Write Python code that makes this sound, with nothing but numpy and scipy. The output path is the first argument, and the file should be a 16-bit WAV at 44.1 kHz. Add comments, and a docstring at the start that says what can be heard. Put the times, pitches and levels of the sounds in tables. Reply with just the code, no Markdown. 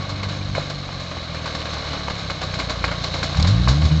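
"""A gravel lot, one microphone close to a car whose rough four-cylinder engine cruises, slows almost
to idle, then revs hard. Its firing pulses sound through the exhaust. The tyres crunch steadily and throw
sprays of gravel; grit ticks on metal, and bumps and stones knock on the body, whose panels ring briefly.
A little wind rumbles on the microphone."""
import sys
import numpy as np
from scipy import signal
from scipy.fft import rfft, irfft, next_fast_len
from scipy.io import wavfile

SR = 44100
rng = np.random.default_rng(int(sys.argv[2]) if len(sys.argv) > 2 else 0)


def unload_audio(sound):
    """Save the sound as a 16-bit wav file, at the path given as the first command line argument."""
    columns = np.transpose(np.atleast_2d(sound))
    # keep every value between -1 and 1, then stretch to whole-number steps
    steps = np.round(np.clip(columns, -1, 1) * 32767)
    wavfile.write(sys.argv[1], SR, steps.astype(np.int16))


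N = 176400
TIME = np.arange(N) / SR


def from_db(db):
    """Decibels to gain."""
    return 10 ** (np.asarray(db) / 20)


def unit_rms(x):
    """Scale to an rms of 1."""
    return x / np.sqrt(np.mean(x ** 2) + 1e-20)


def in_time(rows):
    """Each column of a timed table, sample by sample."""
    times, *columns = np.transpose(rows)
    return [np.interp(TIME, times, column) for column in columns]


def log_lookup(points, at):
    """Read a table along a logarithmic axis."""
    place, value = np.transpose(points)
    return np.interp(np.log(np.maximum(at, 1e-3)), np.log(place), value)


def drift(rate_hz):
    """Slow random motion with a spread of 1."""
    step, settle = 40, 2000
    pole = np.exp(-2 * np.pi * rate_hz * step / SR)
    noise = rng.standard_normal(N // step + settle + 2)
    slow = signal.lfilter([1], [1, -2 * pole, pole * pole], noise)[settle:]
    return np.interp(np.arange(N) / step, np.arange(len(slow)), unit_rms(slow))


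def colour(x, spectrum):
    """Causal, minimum-phase filter with the given response."""
    size = 2 * next_fast_len(N // 2 + SR // 4)
    gain = from_db(log_lookup(spectrum, np.arange(size // 2 + 1) * SR / size))
    cepstrum = irfft(np.log(gain))
    cepstrum[1:size // 2] *= 2
    cepstrum[size // 2 + 1:] = 0
    return irfft(rfft(x, size) * np.exp(rfft(cepstrum)))[:N]


def add(out, start_s, sound):
    """Mix a sound in at a given time."""
    start = int(start_s * SR)
    out[start:start + len(sound)] += sound[:N - start]


# The crankshaft: (time [s], speed [turns/s])
CRANK_SPEED = [(0.0, 47.1), (0.2, 49.0), (0.7, 49.0), (0.83, 47.7), (1.28, 41.0), (1.96, 36.7),
               (2.28, 32.9), (2.51, 30.3), (2.74, 29.3), (3.3, 28.8), (3.34, 29.6), (3.36, 30.5),
               (3.42, 39.0), (3.48, 45.1), (3.51, 50.9), (3.55, 55.5), (3.6, 58.9), (3.66, 60.1),
               (3.7, 63.6), (3.75, 71.9), (3.83, 78.6), (3.89, 73.6), (3.92, 77.1), (4.0, 79.8)]
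# Drive to the exhaust: (time [s], even orders from firing [dB], the rest from unequal cylinders [dB])
EXHAUST_DRIVE = [(0, -32, -31.5), (.2, -29, -34.5), (.55, -29.5, -27.5), (.7, -38.5, -32), (1.2, -37, -36),
                 (1.9, -36, -37.5), (2.2, -40, -31.5), (2.38, -44, -36), (2.5, -38, -32),
                 (2.74, -33.5, -38), (2.83, -31.5, -30), (2.94, -31.5, -33), (3.34, -40.5, -30.5),
                 (3.38, -21, -18.5), (3.48, -16, -25), (3.61, -19, -16), (3.645, -20.5, -24),
                 (3.67, -15.5, -18.5), (3.8, -19, -21), (3.86, -21, -9.5), (3.895, -26.5, -22),
                 (3.92, -13.5, -19), (4, -23, -16.5)]
# Unequal cylinders sound at multiples of the crank speed: (order [x crank speed], level [dB])
ORDER_LEVELS = [(1, -1), (2, 0.5), (3, -1), (4, 0), (5, -1), (6, 1), (7, -2), (8, -8), (10, -7), (12, -8.5)]
# The exhaust as it reaches the microphone: (frequency [Hz], gain [dB])
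EXHAUST_RESPONSE = [(20, -37), (30, -17.5), (40, -5.5), (49, -9), (62, 5.5), (100, 2), (125, 1.5), (155, 2),
                    (178, 0.5), (198, -4.5), (220, -15.5), (255, -13.5), (295, -9.5), (335, -15),
                    (380, -25), (600, -30.5), (1200, -68)]
COASTING_DB = -44.5   # firing drive with no load
HALF_ORDER_DB, FLUTTER_DB, SPEED_JITTER = -14, 1.8, 0.005
LOAD_DULLING = 0.16   # dB lost per octave above order 2, per dB of load
PIPE_DISPERSION = 0.1   # phase lag in radians per order squared
PUFF_DB, PUFF_DB_PER_LOAD_DB = -49, 0.6


def engine():
    """Firing pulses and puffs of gas pass through the exhaust; under load the low orders take over."""
    speed, = in_time(CRANK_SPEED)
    firing_db, uneven_db = in_time(EXHAUST_DRIVE)
    load_db = np.maximum(firing_db - COASTING_DB, 0)
    crank_angle = 2 * np.pi * np.cumsum(speed * (1 + SPEED_JITTER * drift(15.5))) / SR
    pulses = 0
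    for order in np.arange(2, 25) / 2:
        if order % 1 == 0:
            flutter = from_db(FLUTTER_DB * drift(12))
        else:
            flutter = from_db(HALF_ORDER_DB) * drift(7.7)
        drive_db = firing_db if order % 2 == 0 else uneven_db
        timbre_db = log_lookup(ORDER_LEVELS, order) + log_lookup(EXHAUST_RESPONSE, order * speed)
        dulling_db = LOAD_DULLING * load_db * max(np.log2(order / 2), 0)
        tone = np.cos(order * crank_angle - PIPE_DISPERSION * order ** 2)
        pulses += flutter * from_db(drive_db + timbre_db - dulling_db) * tone
    gas = rng.standard_normal(N) * (1 + np.cos(2 * crank_angle))   # two firings a turn
    puffs = unit_rms(colour(gas, EXHAUST_RESPONSE))
    return pulses + from_db(PUFF_DB + PUFF_DB_PER_LOAD_DB * load_db) * puffs


def grains(spectrum, level, per_s=7000, spread_db=2.5):
    """Dense stone contacts of random size, ringing with one colour."""
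    sizes = from_db(spread_db * np.minimum(rng.exponential(1, N), 5)) * rng.choice([-1, 1], N)
    clicks = sizes * (rng.random(N) < per_s / SR)
    return colour(clicks * level, spectrum) / np.std(colour(clicks, spectrum))


# Tyres rolling over the lot: (time [s], low crunch [dB], bright hiss [dB])
TYRE_LEVELS = [(0, -34, -39), (.5, -37.5, -38), (.9, -37, -38.5), (1.4, -34.5, -37.5), (1.55, -34.5, -35.5),
               (1.9, -31.5, -34.5), (2.25, -35.5, -36), (2.78, -33.5, -36.5), (3.15, -33.5, -34),
               (3.45, -31, -32.5), (3.6, -33.5, -34.5), (4, -34, -34)]
# Gravel thrown from the wheels: (time [s], low crunch [dB], flying gravel [dB], decay [s])
GRAVEL_SPRAYS = [(0.09, -30, -30, 0.019), (0.227, -25.5, -31.5, .02), (0.284, -31.5, -35, 0.061),
                 (0.55, -29, -34, 0.1), (.697, -28, -29.5, 0.014), (0.887, -39, -52, 0.0061),
                 (.924, -30, -36.5, 0.0065), (0.999, -35, -36.5, 0.045), (1.112, -29, -40, 0.016),
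                 (1.168, -33, -54, 0.02), (1.344, -33, -38, 0.021), (1.456, -27, -32.5, 0.038),
                 (1.547, -29, -30.5, 0.023), (1.652, -28, -37, .025), (1.729, -27.5, -30.5, 0.017),
                 (1.929, -26.5, -35.5, 0.024), (2.097, -23, -31, 0.0088), (2.181, -33, -35, 0.04),
                 (2.299, -24, -29.5, 0.014), (2.412, -28, -34, 0.033), (2.429, -33.5, -31.5, 0.024),
                 (2.538, -29.5, -30.5, 0.022), (2.587, -25, -29.5, .015), (2.596, -26.5, -29.5, 0.034),
                 (2.694, -22.5, -25.5, 0.024), (2.841, -21.5, -28, 0.02), (2.877, -24, -34, 0.013),
                 (2.912, -25, -34, 0.026), (3.037, -28, -25.5, .018), (3.137, -25.5, -30.5, .035),
                 (3.229, -25.5, -25.5, 0.03), (3.237, -29, -23, 0.003), (3.368, -26.5, -26.5, 0.005),
                 (3.396, -22.5, -22, 0.0051), (3.423, -26.5, -18, 0.0034), (3.444, -25.5, -36, 0.013),
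                 (3.469, -30, -25, 0.038), (3.68, -24.5, -23.5, 0.043), (3.814, -29.5, -33.5, 0.032),
                 (3.85, -29, -30, .025)]
# Low crunch, down at the tread: (frequency [Hz], level [dB])
CRUNCH_SPECTRUM = [(100, -14), (280, 1), (390, -7), (520, 2), (660, 1.5), (840, -5), (1000, -4),
                   (1110, 2.5), (1330, -5.5), (1570, -3), (1930, -10), (2210, -3), (2370, -13),
                   (2520, -7.5), (2740, -15.5), (2930, -7.5), (3150, -12), (4500, -22), (9000, -63.5)]
# Bright hiss of rolling on gravel: (frequency [Hz], level [dB])
HISS_SPECTRUM = [(800, -25.5), (2500, -17), (3450, -8), (3800, -1.5), (4060, 0.5), (4400, -4.5),
                 (4850, -12.5), (5300, -11.5), (6050, -18), (6600, -20.5), (6950, -20.5), (7600, -28),
                 (8500, -43), (9500, -61.5)]
# Flying gravel, heard from nearby: (frequency [Hz], level [dB])
FLYING_SPECTRUM = [(800, -27.5), (2300, -16.5), (3100, -10.5), (3700, 2), (4200, 4.5), (4600, -1),
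                   (5000, -5.5), (5400, -4.5), (6100, -13.5), (6700, -9), (7600, -18), (8500, -35),
                   (9500, -49.5)]
SPRAY_ATTACK_S, SPRAY_HOLD_S = 0.0033, 0.0048
CRUNCH_FLICKER_DB, HISS_FLICKER_DB = 0.5, 0.72


def gravel():
    """The tyres crunch all the time; each spray flares up, brighter than the hiss, and dies away."""
    rolling_level, hiss_level = from_db(in_time(TYRE_LEVELS))
    crunch_power, flying_power = rolling_level ** 2, 0
    for start_s, crunch_db, flying_db, decay_s in GRAVEL_SPRAYS:
        age = TIME - start_s
        rise = np.clip(age / SPRAY_ATTACK_S, 0, 1)
        flare = rise * np.exp(-np.clip((age - SPRAY_HOLD_S) / decay_s, 0, 20))
        crunch_power += (from_db(crunch_db) * flare) ** 2
        flying_power += (from_db(flying_db) * flare) ** 2
    ground = drift(43)
    crunch = grains(CRUNCH_SPECTRUM, np.sqrt(crunch_power) * from_db(CRUNCH_FLICKER_DB * ground))
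    hiss = grains(HISS_SPECTRUM, hiss_level * from_db(HISS_FLICKER_DB * ground))
    flying = grains(FLYING_SPECTRUM, np.sqrt(flying_power))
    return crunch + hiss + flying


def ring(age, hz, db, t60):
    """One resonance of struck metal, falling 60 dB in t60 seconds."""
    return from_db(db - 60 * age / t60) * np.sin(2 * np.pi * hz * age)


def strike_sizes(spread_db):
    """A random strength and sign for a strike at each sample."""
    return rng.choice([-1, 1], N) * from_db(spread_db * np.clip(rng.standard_normal(N), -2, 2))


# The car's body panels: (frequency [Hz], level [dB], ring time t60 [s])
PANEL_MODES = [(559, -1.5, .07), (650, -10.5, 0.044), (1100, -0.5, 0.056), (1556, -12.5, 0.15),
               (2176, 8, 0.027), (2402, 5, 0.039), (2940, -1, 0.063), (3680, -19, 0.15), (4280, 6, .05),
               (6550, -4.5, 0.031)]


def pebbles(per_s=45, gain_db=-51):
    """Small stones strike the body at random, each exciting the panel modes differently."""
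    out, age = np.zeros(N), TIME[:SR // 5]
    struck = rng.random(N) < per_s / SR
    for mode in PANEL_MODES:
        clicks = struck * strike_sizes(spread_db=6.5)
        out += signal.fftconvolve(clicks, ring(age, *mode))[:N]
    return from_db(gain_db) * out


# Metal under the car: (frequency [Hz], level [dB], ring time t60 [s])
UNDERBODY_MODES = [(3844, -3.5, 0.084), (3976, -3, 0.023), (4110, -7.5, 0.048), (6370, -10, 0.058)]


def grit(per_mode_per_s=63, gain_db=-3):
    """Grit ticks against metal, louder when the tyres hiss louder."""
    _, hiss_db = in_time(TYRE_LEVELS)
    out, age = np.zeros(N), TIME[:SR // 10]
    for mode in UNDERBODY_MODES:
        clicks = strike_sizes(spread_db=4) * (rng.random(N) < per_mode_per_s / SR)
        out += signal.fftconvolve(clicks, ring(age, *mode))[:N]
    return from_db(gain_db + hiss_db) * out


# Wind right on the microphone: (frequency [Hz], level [dB])
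WIND_SPECTRUM = [(10, -26.5), (30, -3.5), (60, -1), (130, -15), (300, -10), (1000, -50.5)]


def wind(level_db=-49, gust_db=1.8):
    """Light gusts buffet the microphone with a low rumble."""
    gusts = from_db(level_db + gust_db * drift(4.6))
    return gusts * unit_rms(colour(rng.standard_normal(N), WIND_SPECTRUM))


def contact(age, hz, cycles):
    """A heavily damped swing that builds up within its first half cycle."""
    return np.sin(2 * np.pi * hz * age) * np.exp(-age * hz / cycles) * np.minimum(2 * age * hz, 1)


# Bumps and larger stones on the body: (time [s], level [dB], contact pitch [Hz])
BODY_KNOCKS = [(.231, -21, 1210), (0.5509, -12.5, 1630), (.580, -7.5, 590), (.891, -21.5, 895),
               (1.169, -18, 790), (1.345, -19, 910), (1.457, -17, 1000), (1.769, -18.5, 920),
               (1.932, -17.5, 900), (2.083, -10, 945), (2.2995, -11, 1380), (2.539, -14, 1500),
               (2.601, -13, 1660), (2.8413, -4, 1300), (2.915, -15.5, 1430), (3.23, -12, 1570),
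               (3.347, -16, 1370), (3.675, -7.5, 1100)]
CLATTER_ATTACK_S, CLATTER_DECAY_S, CLATTER_DB = 0.002, 0.0032, -7
PANEL_DB, RING_LOSS_DB_PER_OCTAVE = -13, 10


def knocks():
    """Each contact sets off a short clatter and rings the panels, favouring modes near its pitch."""
    out, age = np.zeros(N), TIME[:SR // 5]
    clatter_envelope = np.exp(-age / CLATTER_DECAY_S) * np.minimum(age / CLATTER_ATTACK_S, 1)
    for start_s, db, hz in BODY_KNOCKS:
        hit = contact(age, hz, cycles=1.38)
        panels = 0
        for mode_hz, mode_db, t60 in PANEL_MODES:
            loss_db = RING_LOSS_DB_PER_OCTAVE * abs(np.log2(mode_hz / hz))
            panels += ring(age, mode_hz, mode_db - loss_db, t60)
        scatter = rng.standard_normal(len(age)) * clatter_envelope
        clatter = signal.fftconvolve(contact(age, 1.45 * hz, cycles=0.75), scatter)[:len(age)]
        clatter = from_db(CLATTER_DB) * np.std(hit) * unit_rms(clatter)
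        add(out, start_s, from_db(db) * (hit + clatter + from_db(PANEL_DB) * panels))
    return out


# Two sharp pebbles as the car slows: (time [s], level [dB])
PEBBLE_SNAPS = [(1.619, -14), (1.706, -15)]


def snaps():
    """Pebbles snap in one short contact, without ringing."""
    out, age = np.zeros(N), TIME[:SR // 5]
    for start_s, db in PEBBLE_SNAPS:
        add(out, start_s, from_db(db) * contact(age, hz=2500, cycles=0.95))
    return out


def scene():
    """Engine, gravel, wind and stone hits meet at one microphone."""
    driving = engine() + gravel() + pebbles() + grit() + wind()
    low_cut = signal.butter(2, 390, "high", fs=SR, output="sos")   # panels radiate little below 390 Hz
    hits = signal.sosfilt(low_cut, knocks() + snaps())
    return (driving + hits)[None]


def record(dry):
    """The microphone's treble is cut steeply above 8700 Hz."""
    return signal.sosfilt(signal.ellip(10, 0.2, 90, 8700, fs=SR, output="sos"), dry)


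dry = scene()
out = record(dry)
unload_audio(out)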